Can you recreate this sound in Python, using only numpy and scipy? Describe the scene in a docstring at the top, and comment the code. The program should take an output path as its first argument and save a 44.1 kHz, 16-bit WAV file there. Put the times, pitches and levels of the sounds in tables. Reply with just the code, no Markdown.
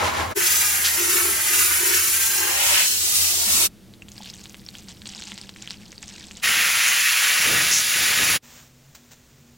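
"""A hand shower rinses hair in a small tiled bathroom: countless drops splash, hiss and drum on the scalp.
Just before it, hands squelch through lather. After it, fingers draw conditioner down a wet lock, popping
tiny films; the shower runs again, splashing on the tiles; and a towel rustles off the hair.
The five actions follow each other abruptly, over a faint pump, pipes or fan."""
import sys
import numpy as np
from scipy import signal
from scipy.fft import rfft, irfft
from scipy.io import wavfile

SR = 44100
rng = np.random.default_rng(int(sys.argv[2]) if len(sys.argv) > 2 else 0)


def to_wav(s):
    """Save 16-bit WAV."""
    ch = np.atleast_2d(s).T  # columns
    pcm = np.round(np.clip(ch, -1, 1) * 32767)  # PCM
    wavfile.write(sys.argv[1], SR, pcm.astype(np.int16))


N = 422037
TIME = np.arange(N) / SR
# when each action is heard: (start [s], end [s])
LATHER_SPAN, RINSE_SPAN, CONDITIONER_SPAN = (-.1, .329), (.364, 3.669), (3.669, 6.43)
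SHOWER_SPAN, TOWEL_SPAN = (6.433, 8.37), (8.43, 9.7)


def from_db(db):
    """Turn decibels into a gain to multiply by."""
    return 10 ** (np.asarray(db) / 20)


def rms_one(x):
    """Scale a sound (in stereo, the mean of both sides) to an average strength, or rms, of 1."""
    return x / np.sqrt(np.mean(np.atleast_2d(x).mean(0) ** 2) + 1e-20)


def gains(rows):
    """Join the points of each level column into a gain for every sample."""
    times, *columns = np.transpose(rows)
    return [from_db(np.interp(TIME, times, db)) for db in columns]


def during(span):
    """A gain of 1 inside the span and 0 outside, with quick smooth fades."""
    return .5 + .5 * np.tanh(np.minimum(TIME - span[0], span[1] - TIME) / .008)


def bursts(rows, rise_s, fall_s):
    """The loudness of short contacts: each rises, holds and dies away."""
    return sum(from_db(db) * np.clip((TIME - start) / rise_s, 0, 1)
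               * np.exp(-np.maximum(TIME - start - length, 0) / fall_s) for start, length, db in rows)


def swells(rows, half_s):
    """A bell-shaped bump in dB around each listed moment."""
    return sum(db * np.exp(-((TIME - at) / half_s) ** 2) for at, db in rows)


def flutter(rate_hz, depth_db):
    """A gain that wanders at random around 1."""
    step, settle = 40, 2000  # samples per random value; values skipped while the filter settles
    pole = np.exp(-2 * np.pi * step * rate_hz / SR)
    noise = rng.standard_normal(N // step + settle + 2)
    slow = signal.lfilter([1], [1, -2 * pole, pole * pole], noise)[settle:]
    return np.interp(np.arange(N) / step, np.arange(len(slow)), from_db(depth_db * rms_one(slow)))


def colour(x, spectrum, size=2048):
    """Make each frequency louder or softer, as a table says."""
    hz, db = np.transpose(spectrum)
    bins = np.maximum(np.fft.rfftfreq(size, 1 / SR), 1)
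    cepstrum = irfft(np.log(from_db(np.interp(np.log(bins), np.log(hz), db))))
    # minimum phase: the filter rings only after a click, never before it
    cepstrum[1:size // 2] *= 2
    cepstrum[size // 2 + 1:] = 0
    return signal.oaconvolve(x, irfft(np.exp(rfft(cepstrum))))[:N]


def band(x, low_hz, high_hz, order=3):
    """Keep only the sound between two frequencies; rms 1."""
    sos = signal.butter(order, [low_hz, min(high_hz, .45 * SR)], "band", fs=SR, output="sos")
    return rms_one(signal.sosfilt(sos, x + 1e-18))


def resonate(x, hz, width_hz):
    """Ring at one pitch; the narrower the width, the longer the ring."""
    pole = np.exp(-np.pi * width_hz / SR)
    feedback = [1, -2 * pole * np.cos(2 * np.pi * hz / SR), pole * pole]
    return signal.lfilter(np.array([1, 0, -1]) * (1 - pole * pole) / 2, feedback, x + 1e-18)


def body(x, modes):
    """An object rings at its own pitches, each filtered twice so that little else gets through; rms 1."""
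    return rms_one(sum(from_db(db) * rms_one(resonate(resonate(x, hz, 1.25 * width), hz, 1.25 * width))
                       for hz, width, db in modes))


def impacts(per_s, spread_db):
    """Tiny blows at random moments, most weak and a few strong."""
    at = np.flatnonzero(rng.random(N) < per_s / SR)
    strength = from_db(spread_db * np.minimum(rng.exponential(1, len(at)), 4))
    out = np.zeros(N)
    out[at] = strength * rng.choice([-1, 1], len(at))
    return out


def widen(mid, side, width):
    """Make stereo: a second sound is added on the left and subtracted on the right."""
    return mid + colour(side, width) * np.array([[1], [-1]])


def drops(per_s, spread_db, spectrum, width):
    """The stereo patter of many small impacts; rms 1."""
    return rms_one(widen(*[colour(impacts(per_s, spread_db), spectrum) for _ in range(2)], width))


def bubbles(per_s, spread_db, low_hz, high_hz, cycles, count=10):
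    """Air pockets burst at random, each ringing briefly at a pitch set by its size; rms 1."""
    clicks, sizes = impacts(per_s, spread_db), rng.integers(0, count, N)
    pitches = np.geomspace(low_hz, min(high_hz, .4 * SR), count)
    rings = (resonate(clicks * (sizes == k), hz, 1.7 * hz / cycles) for k, hz in enumerate(pitches))
    return rms_one(sum(rings))


# tone of the moving air: (frequency [Hz], level [dB])
AIR_COLOUR = [(25, -7), (70, 0.5), (150, -5), (300, -8), (500, -12), (1000, -22.5), (4000, -22.5),
              (16000, -31.5)]
# stereo spread of the room: (frequency [Hz], side level [dB])
ROOM_WIDTH = [(70, -2), (200, -16), (700, -5), (2400, -21)]
# hum of the fan from near and from far: (pitch [Hz], width [Hz], level [dB])
FAN_NEAR = [(72, 22, -10.5), (119, 8.8, -6.5), (198.4, 29.6, 2.5), (326, 17, -9.5)]
FAN_FAR = [(69.4, 16, -8), (137, 13, -0.5), (239, 4.8, -0.5)]

def fan():
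    """A fan hums behind the conditioner and the towel; a faint rush of air never stops."""
    air = drops(20000, 1, AIR_COLOUR, ROOM_WIDTH)
    mono_air = air.mean(0)
    near_hum = body(widen(*rng.standard_normal((2, N)), ROOM_WIDTH), FAN_NEAR)
    near = from_db(-49) * near_hum + from_db(-54) * air
    far = from_db(-56) * body(rng.standard_normal(N), FAN_FAR) + from_db(-63) * mono_air
    return near * during(CONDITIONER_SPAN) + far * during(TOWEL_SPAN) + from_db(-63.5) * mono_air


# drone of the pump: (pitch [Hz], width [Hz], level [dB])
PUMP = [(82.4, 12, 0)]
# tone of rumbling water: (frequency [Hz], level [dB])
RUMBLE_COLOUR = [(25, -10), (60, 2.5), (140, 1.5), (450, -2), (800, -19.5)]
# a broad stereo spread, made artificially wider near 8 kHz: (frequency [Hz], side level [dB])
BROAD_WIDTH = [(70, 1), (250, -5), (700, -1), (2400, -2.5), (5500, -9), (8200, 5), (10000, -3),
               (15000, -13)]

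def plumbing():
    """A pump drones and water rumbles in the pipes, louder while lathering than while rinsing."""
    drone = body(widen(*rng.standard_normal((2, N)), width=[(60, -20), (200, -18)]), PUMP)
    rumble = drops(3000, 6.3, RUMBLE_COLOUR, BROAD_WIDTH)
    loud = from_db(-35.5) * drone + from_db(-40.5) * rumble
    soft = from_db(-48) * drone + from_db(-48.5) * rumble
    return loud * during(LATHER_SPAN) + soft * during(RINSE_SPAN)


# the towel rubs on the hair: (time [s], level [dB])
TOWEL_RUB = [(8.44, -49.5), (8.59, -46), (8.71, -59.5), (9.01, -57.5), (9.56, -59.5)]
# the towel flicks free: (time [s], length [s], level [dB])
TOWEL_FLICKS = [(8.947, 0.0065, -40.5), (9.11, 0.021, -46)]
# tone of the cloth: (frequency [Hz], level [dB])
TOWEL_COLOUR = [(290, -38.5), (500, -2.5), (2100, -1.5), (4470, -4), (7100, 0.5), (12100, -25), (14200, -4),
                (16000, -7)]

def towel():
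    """Cloth fibres rub over the hair and flick as the wrap comes loose."""
    rub, = gains(TOWEL_RUB)
    fibres = rms_one(colour(impacts(9000, 1.9), TOWEL_COLOUR))
    folds = rms_one(colour(impacts(1800, 2.5), TOWEL_COLOUR))
    return rub * fibres + bursts(TOWEL_FLICKS, rise_s=.0018, fall_s=.014) * folds


# hands knead the lather: (time [s], squelch level [dB], fizz level [dB])
KNEADING = [(0.0, -21, -29), (0.06, -22.5, -25), (0.09, -22.5, -27), (0.12, -28.5, -31.5), (0.21, -23, -28),
            (0.3, -34, -40), (0.32, -25, -36.5)]
# tone of the lather: (frequency [Hz], level [dB])
LATHER_COLOUR = [(88, -17), (150, 4), (263, -11), (1020, -1), (1290, -7.5), (1700, -10), (7410, -22.5),
                 (8170, -31), (10300, -25.5), (15500, -40)]

def lather():
    """Squeezed foam squelches in big air pockets and fizzes in small ones."""
    squelch, fizz = gains(KNEADING)
    mid, side = [colour(bubbles(1800, 1.4, 246, 2140, cycles=21), LATHER_COLOUR) for _ in range(2)]
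    pockets = rms_one(widen(mid, side, BROAD_WIDTH))
    foam = band(drops(5000, .85, LATHER_COLOUR, BROAD_WIDTH), 1250, 17000)
    return from_db(-3.5) * squelch * pockets + from_db(.5) * fizz * foam


def room_ring(x, ring_s):
    """The bathroom's echoes blur into a ring that falls by 60 dB in ring_s."""
    t = TIME[:SR // 2]
    tails = rng.standard_normal((2, len(t))) * from_db(-60 * t / ring_s) * (t > .003)
    return widen(*[signal.oaconvolve(x, tail / np.linalg.norm(tail))[:N] for tail in tails], ROOM_WIDTH)


# films of conditioner pop: (time [s], peak level [dB], pitch [Hz], ring length [cycles])
POPS = [(3.938, -32, 3870, 13), (4.0214, -29.5, 2640, 32), (4.085, -28.5, 3330, 8), (4.1184, -26, 6630, 24),
        (4.18, -25, 4690, 18), (4.205, -35.5, 826, 19), (4.2228, -27.5, 4440, 9), (4.259, -25, 3490, 12),
        (4.3002, -22.5, 4950, 20), (4.3396, -25, 6300, 21), (4.4568, -23.5, 3940, 4.7),
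        (4.4964, -26, 6450, 16), (4.5445, -24, 3070, 4), (4.664, -28, 5440, 42), (4.6879, -21.5, 4260, 25),
        (4.7525, -23.5, 3150, 15), (4.886, -28, 5550, 9), (5.0188, -24.5, 3920, 7.6),
        (5.0575, -22, 4350, 8), (5.0703, -22, 4260, 17), (5.1005, -32, 4390, 24), (5.1489, -23.5, 5040, 22),
        (5.223, -22, 3140, 7), (5.2714, -25, 4900, 12), (5.3193, -19, 3020, 5), (5.378, -21, 4090, 5.5),
        (5.414, -25, 4780, 17), (5.4928, -20.5, 3900, 4.9), (5.562, -28, 2200, 6),
        (5.6239, -20.5, 6900, 22), (5.6752, -19.5, 3120, 16), (5.7071, -14.5, 4700, 8.7),
        (5.9196, -24.5, 6400, 16), (5.9279, -29.5, 2250, 6.2), (5.98, -25.5, 4570, 31),
        (6.031, -25, 2450, 6), (6.081, -23, 6190, 20), (6.3111, -24, 2970, 5.8), (6.3709, -23.5, 6930, 22)]
# tone of a snapping film: (frequency [Hz], level [dB])
SNAP_COLOUR = [(700, -12), (2600, -5), (8000, 3), (10500, -12)]

def pops(snap_gain=.64, glide=.063, build_cycles=.31, samples=2048):
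    """Each film snaps and sets its air pocket ringing briefly, rising a little in pitch."""
    out, t = np.zeros(N + samples), TIME[:samples]
    snap = colour(signal.unit_impulse(samples), SNAP_COLOUR)[:samples]
    for start, db, hz, cycles in POPS:
        age = t * hz / cycles
        tone = np.sin(2 * np.pi * hz * t * (1 + glide * np.minimum(age, 1)))
        ring = tone * from_db(-60 * age) * (1 - np.exp(-t * hz / build_cycles))
        pop = ring / np.abs(ring).max() + snap_gain * snap / np.abs(snap).max()
        at = round(start * SR)
        out[at:at + samples] += from_db(db) * pop / np.abs(pop).max()
    return out[:N]


# the loose hand slides and the thumb squeezes: (time [s], length [s], level [dB])
HAND_SLIDE = [(4.1, 2.1, -57)]
THUMB_SQUEEZES = [(4.14, 0.025, -53), (4.21, 0.098, -50.5), (4.324, 0.12, -51.5), (4.72, 0.075, -52.5),
                  (4.872, 0.026, -44), (5.05, .23, -45), (5.278, 0.16, -51), (5.558, 0.19, -51.5),
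                  (5.794, 0.049, -51), (6.016, 0.018, -45), (6.06, 0.14, -48.5), (6.195, 0.21, -49.5)]
# tone of crackling wet hair: (frequency [Hz], level [dB])
CRACKLE_COLOUR = [(350, -34), (800, 0), (1300, -8), (1900, -6), (3030, -1), (4810, -0.5), (8200, -5),
                  (10200, -19), (15500, -44)]

def conditioner(flurry_s=.0052, flurry_db=-23.5):
    """Wet strands part under the thumb: a fine fizz with small pops, louder as it presses."""
    # neighbouring films tear around each pop
    flurries = bursts([(at, flurry_s, db + flurry_db) for at, db, *_ in POPS], flurry_s, flurry_s)
    press = np.hypot(bursts(HAND_SLIDE + THUMB_SQUEEZES, rise_s=.02, fall_s=.02), flurries)
    fizz = rms_one(colour(flutter(45, 2.4) * impacts(9000, 1.8), CRACKLE_COLOUR))
    films = rms_one(colour(bubbles(260, 2.4, 1500, 8500, cycles=13, count=24), CRACKLE_COLOUR))
    # the finest foam sparkles at first and slowly collapses
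    fine_foam = band(impacts(220, 2.7), 5500, 20000, order=2)
    sparkle = bursts([(4.05, .68, -58)], rise_s=.05, fall_s=.26) * fine_foam
    direct = press * (from_db(-4) * fizz + films) + pops() + sparkle
    return direct + from_db(-14) * room_ring(direct, ring_s=.044)


def wall_echoes(x, strength, shift_hz, count=4):
    """Sound bounces off the tiles; as the source moves, each quick echo swells and fades."""
    out = x.copy()
    for delay_s, pace, phase in rng.uniform([.001, .5, 0], [.009, 1, 1], (count, 3)):
        swing = np.sin(2 * np.pi * (pace * shift_hz * TIME + phase))
        echo = np.pad(x, [(0, 0), (round(delay_s * SR), 0)])[:, :N]
        out += strength * np.sqrt(2 / count) * swing * echo
    return out / np.sqrt(1 + strength ** 2)


def spray(spectrum, width, split_hz, rough_db):
    """Three sounds of falling water: heavy run-off plops, drops splash, fine jets hiss."""
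    plops = band(drops(1300, 2, spectrum, width), 463, 1054, order=4) * flutter(8.3, .36)
    splashes = band(drops(7000, 3.2, spectrum, width), 1127, split_hz, order=4) * flutter(17, rough_db)
    jets = band(drops(22000, 2.44, spectrum, width), split_hz, 20400, order=6)
    return plops, splashes, jets * flutter(25, .57 * rough_db)


# a moving dip in the tone of the splashing: (time [s], centre [Hz], depth [dB])
HOLLOW_DIP = [(6.7, 400, 5), (6.99, 450, 2.5), (7.04, 640, 14), (7.14, 330, 21), (7.25, 208, -3),
              (7.39, 110, 16)]

def hollowed(x, half_width_octaves=.73, size=1024):
    """The splashing briefly turns hollow as a broad dip slides through the low tones."""
    hz, times, frames = signal.stft(x, SR, nperseg=size)
    when, centre_hz, depth_db = np.transpose(HOLLOW_DIP)
    octaves = np.log2(np.maximum(hz, 1)[:, None] / np.interp(times, when, centre_hz))
    shape = np.exp(-(octaves / half_width_octaves) ** 2)
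    dip_db = np.interp(times, when, depth_db, left=0, right=0) * shape
    return signal.istft(frames * from_db(-dip_db), SR, nperseg=size)[1][..., :N]


# tone of the shower's splashing, with a narrow band near 8 kHz filtered out: (frequency [Hz], level [dB])
SPLASH_FILTER = [(50, -7.5), (130, -12), (440, -15.5), (850, -11.5), (1300, -5.5), (1900, -0.5), (2800, -2),
                 (4200, -6.5), (7450, -6.5), (8200, -28), (10300, -4.5), (12000, -14.5), (16000, -13.5)]
# stereo spread of the splashing: centred treble, plus an artificial wide hiss near 8 kHz:
# (frequency [Hz], side level [dB])
SPLASH_WIDTH = [(100, -24), (380, -10), (750, -3.5), (1300, -8.5), (5000, -114), (8000, 21.5),
                (15000, -100)]
# ring of the shower stall: (pitch [Hz], width [Hz], level [dB])
STALL_RING = [(1880, 17, 13.6), (2060, 10, 8), (2203, 16, 13), (2380, 25, 7.9), (2496, 19, 10),
              (2710, 13, 13.3)]
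# the body steps into the spray and shields the floor: (time [s], drop in level [dB])
SHIELDING = [(7.83, 6)]
# the stream thuds on skin: (time [s], length [s], level [dB])
SKIN_THUDS = [(6.41, 0.2, -45.5), (7.3, 0.29, -47), (7.45, 0.08, -38), (7.95, .2, -43.5), (8.18, .2, -39)]

def shower():
    """Water falls past the body to the floor and rings the stall; splashing slowly gives way to hiss."""
    elapsed_s = np.clip(TIME, *SHOWER_SPAN) - SHOWER_SPAN[0]
    shield_db = swells(SHIELDING, half_s=.12)
    run_off = from_db(-42 - shield_db)
    splash = from_db(-21.5 - 1.16 * elapsed_s - shield_db)
    hiss = from_db(-22.5 + .9 * elapsed_s - .36 * shield_db)
    thud = from_db(-52.5) + bursts(SKIN_THUDS, rise_s=.0063, fall_s=.16)  # stray drops between thuds
    plops, splashes, jets = spray(SPLASH_FILTER, SPLASH_WIDTH, split_hz=3190, rough_db=.63)
    water = wall_echoes(splash * splashes + hiss * jets, strength=.43, shift_hz=.306)
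    stall = from_db(-8) * splash * body(impacts(7000, .92), STALL_RING)
    skin = thud * band(drops(450, 1.2, SPLASH_FILTER, SPLASH_WIDTH), 85, 520, order=2)
    return hollowed(water + stall + skin + run_off * plops)


# spray slaps an ear, hand or shoulder: (time [s], length [s], level [dB], pitch [Hz], width [Hz])
SKIN_SLAPS = [(0.841, 0.024, -20.5, 3530, 4900), (2.735, 0.11, -26.5, 2400, 1800),
              (3.457, 0.16, -44, 201, 80), (6.86, 0.031, -25, 6260, 1300), (7.451, 0.062, -35, 316, 280),
              (7.708, 0.081, -20, 6040, 1790)]

def slaps():
    """Jets that cross bare skin flare up around one rough pitch."""
    patter = impacts(6000, .9)
    return sum(bursts([(at, length, db)], rise_s=.0048, fall_s=.026) * body(patter, [(hz, width, 0)])
               for at, length, db, hz, width in SKIN_SLAPS)


# water gathers in the hair, streams down one side, then misses the head:
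# (time [s], run-off level [dB], splash level [dB])
RINSE_FLOW = [(0.37, -41, -31), (1.95, -43.5, -30.5), (2.28, -46.5, -33.5), (2.5, -34, -28),
              (2.81, -37.5, -28.5), (2.9, -53, -35.5), (3.07, -49.5, -39.5), (3.66, -40, -34.5)]
# the shower head sweeps close and gets louder: (time [s], rise in level [dB])
SWEEPS = [(0.48, 4), (0.76, 1.5), (1.17, 3), (1.6, 5), (1.92, 3), (2.13, 3.5), (2.74, 3), (3.2, 3.5),
          (3.6, 4)]
# jets hit the top of the head, the crown, straight on: (time [s], length [s], level [dB])
CROWN_PASSES = [(0.31, 0.065, -26.5), (0.97, 0.32, -38), (1.49, 0.12, -39.5), (1.8, 0.15, -35.5),
                (2.37, 0.13, -44.5), (3.57, 0.061, -46)]
# ring of the scalp: (pitch [Hz], width [Hz], level [dB])
SCALP_RING = [(352.6, 25, 0.5), (392.6, 28, -3)]
# tone of the spray's hiss, filtered thinner near 8 kHz: (frequency [Hz], level [dB])
SPRAY_FILTER = [(260, -53), (450, -24), (936, -10.5), (1500, 0), (2100, 0), (3700, -2.5), (6000, 2.5),
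                (7400, 3.5), (8500, -3.5), (10700, 5.5), (12200, -3), (14300, 3), (16000, -6)]
# tone of the spray on the neck: (frequency [Hz], level [dB])
NECK_COLOUR = [(260, -51), (500, -14.5), (780, -6.5), (1400, -8.5), (3000, -0.5), (7700, 4.5), (12200, 0.5),
               (16000, -2)]
# stereo spread of the spray on the neck: (frequency [Hz], side level [dB])
NECK_WIDTH = [(300, -0.17), (2800, 0.82), (8200, 0.27), (13000, -1.3)]

def rinse(leaves_crown_s=2.534, move_s=.074):
    """The shower head sweeps over the hair, drumming on the scalp, then moves aside; water gurgles down."""
    run_off, splash = gains(RINSE_FLOW)
    near_db = swells(SWEEPS, half_s=.12)
    aside = .5 + .5 * np.tanh((TIME - leaves_crown_s) / move_s)  # 0 on the crown, 1 on the neck
    on_crown = spray(SPRAY_FILTER, BROAD_WIDTH, split_hz=3080, rough_db=1.67)
    on_neck = spray(NECK_COLOUR, NECK_WIDTH, split_hz=3050, rough_db=1.3)
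    plops, splashes, jets = [np.sqrt(1 - aside) * crown + np.sqrt(aside) * neck
                             for crown, neck in zip(on_crown, on_neck)]
    sprayed = splash * from_db(.88 * near_db) * splashes + from_db(-23.5 + near_db) * jets
    gurgle = widen(*[bubbles(700, 1.3, 626, 3630, cycles=16, count=20) for _ in range(2)], NECK_WIDTH)
    water = wall_echoes(run_off * (plops + aside * gurgle) + sprayed, strength=1.1, shift_hz=1.4, count=6)
    drum = from_db(-51.5) + bursts(CROWN_PASSES, rise_s=.016, fall_s=.04)  # faint between passes
    scalp = drum * flutter(40, 1.5) * body(drops(900, 1.7, RUMBLE_COLOUR, BROAD_WIDTH), SCALP_RING)
    return water + scalp * from_db([[2], [-3]])  # the drumming is louder on the left


def scene():
    """The five actions one after another, over the sounds of the room."""
    actions = [(lather, LATHER_SPAN), (rinse, RINSE_SPAN), (conditioner, CONDITIONER_SPAN),
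               (shower, SHOWER_SPAN), (towel, TOWEL_SPAN)]
    return sum(source() * during(span) for source, span in actions) + slaps() + plumbing() + fan()


def record(dry):
    """The highest treble, above 16000 Hz, is cut steeply."""
    return signal.sosfilt(signal.ellip(12, .1, 80, 16000, fs=SR, output="sos"), dry)


dry = scene()
out = record(dry)
to_wav(out)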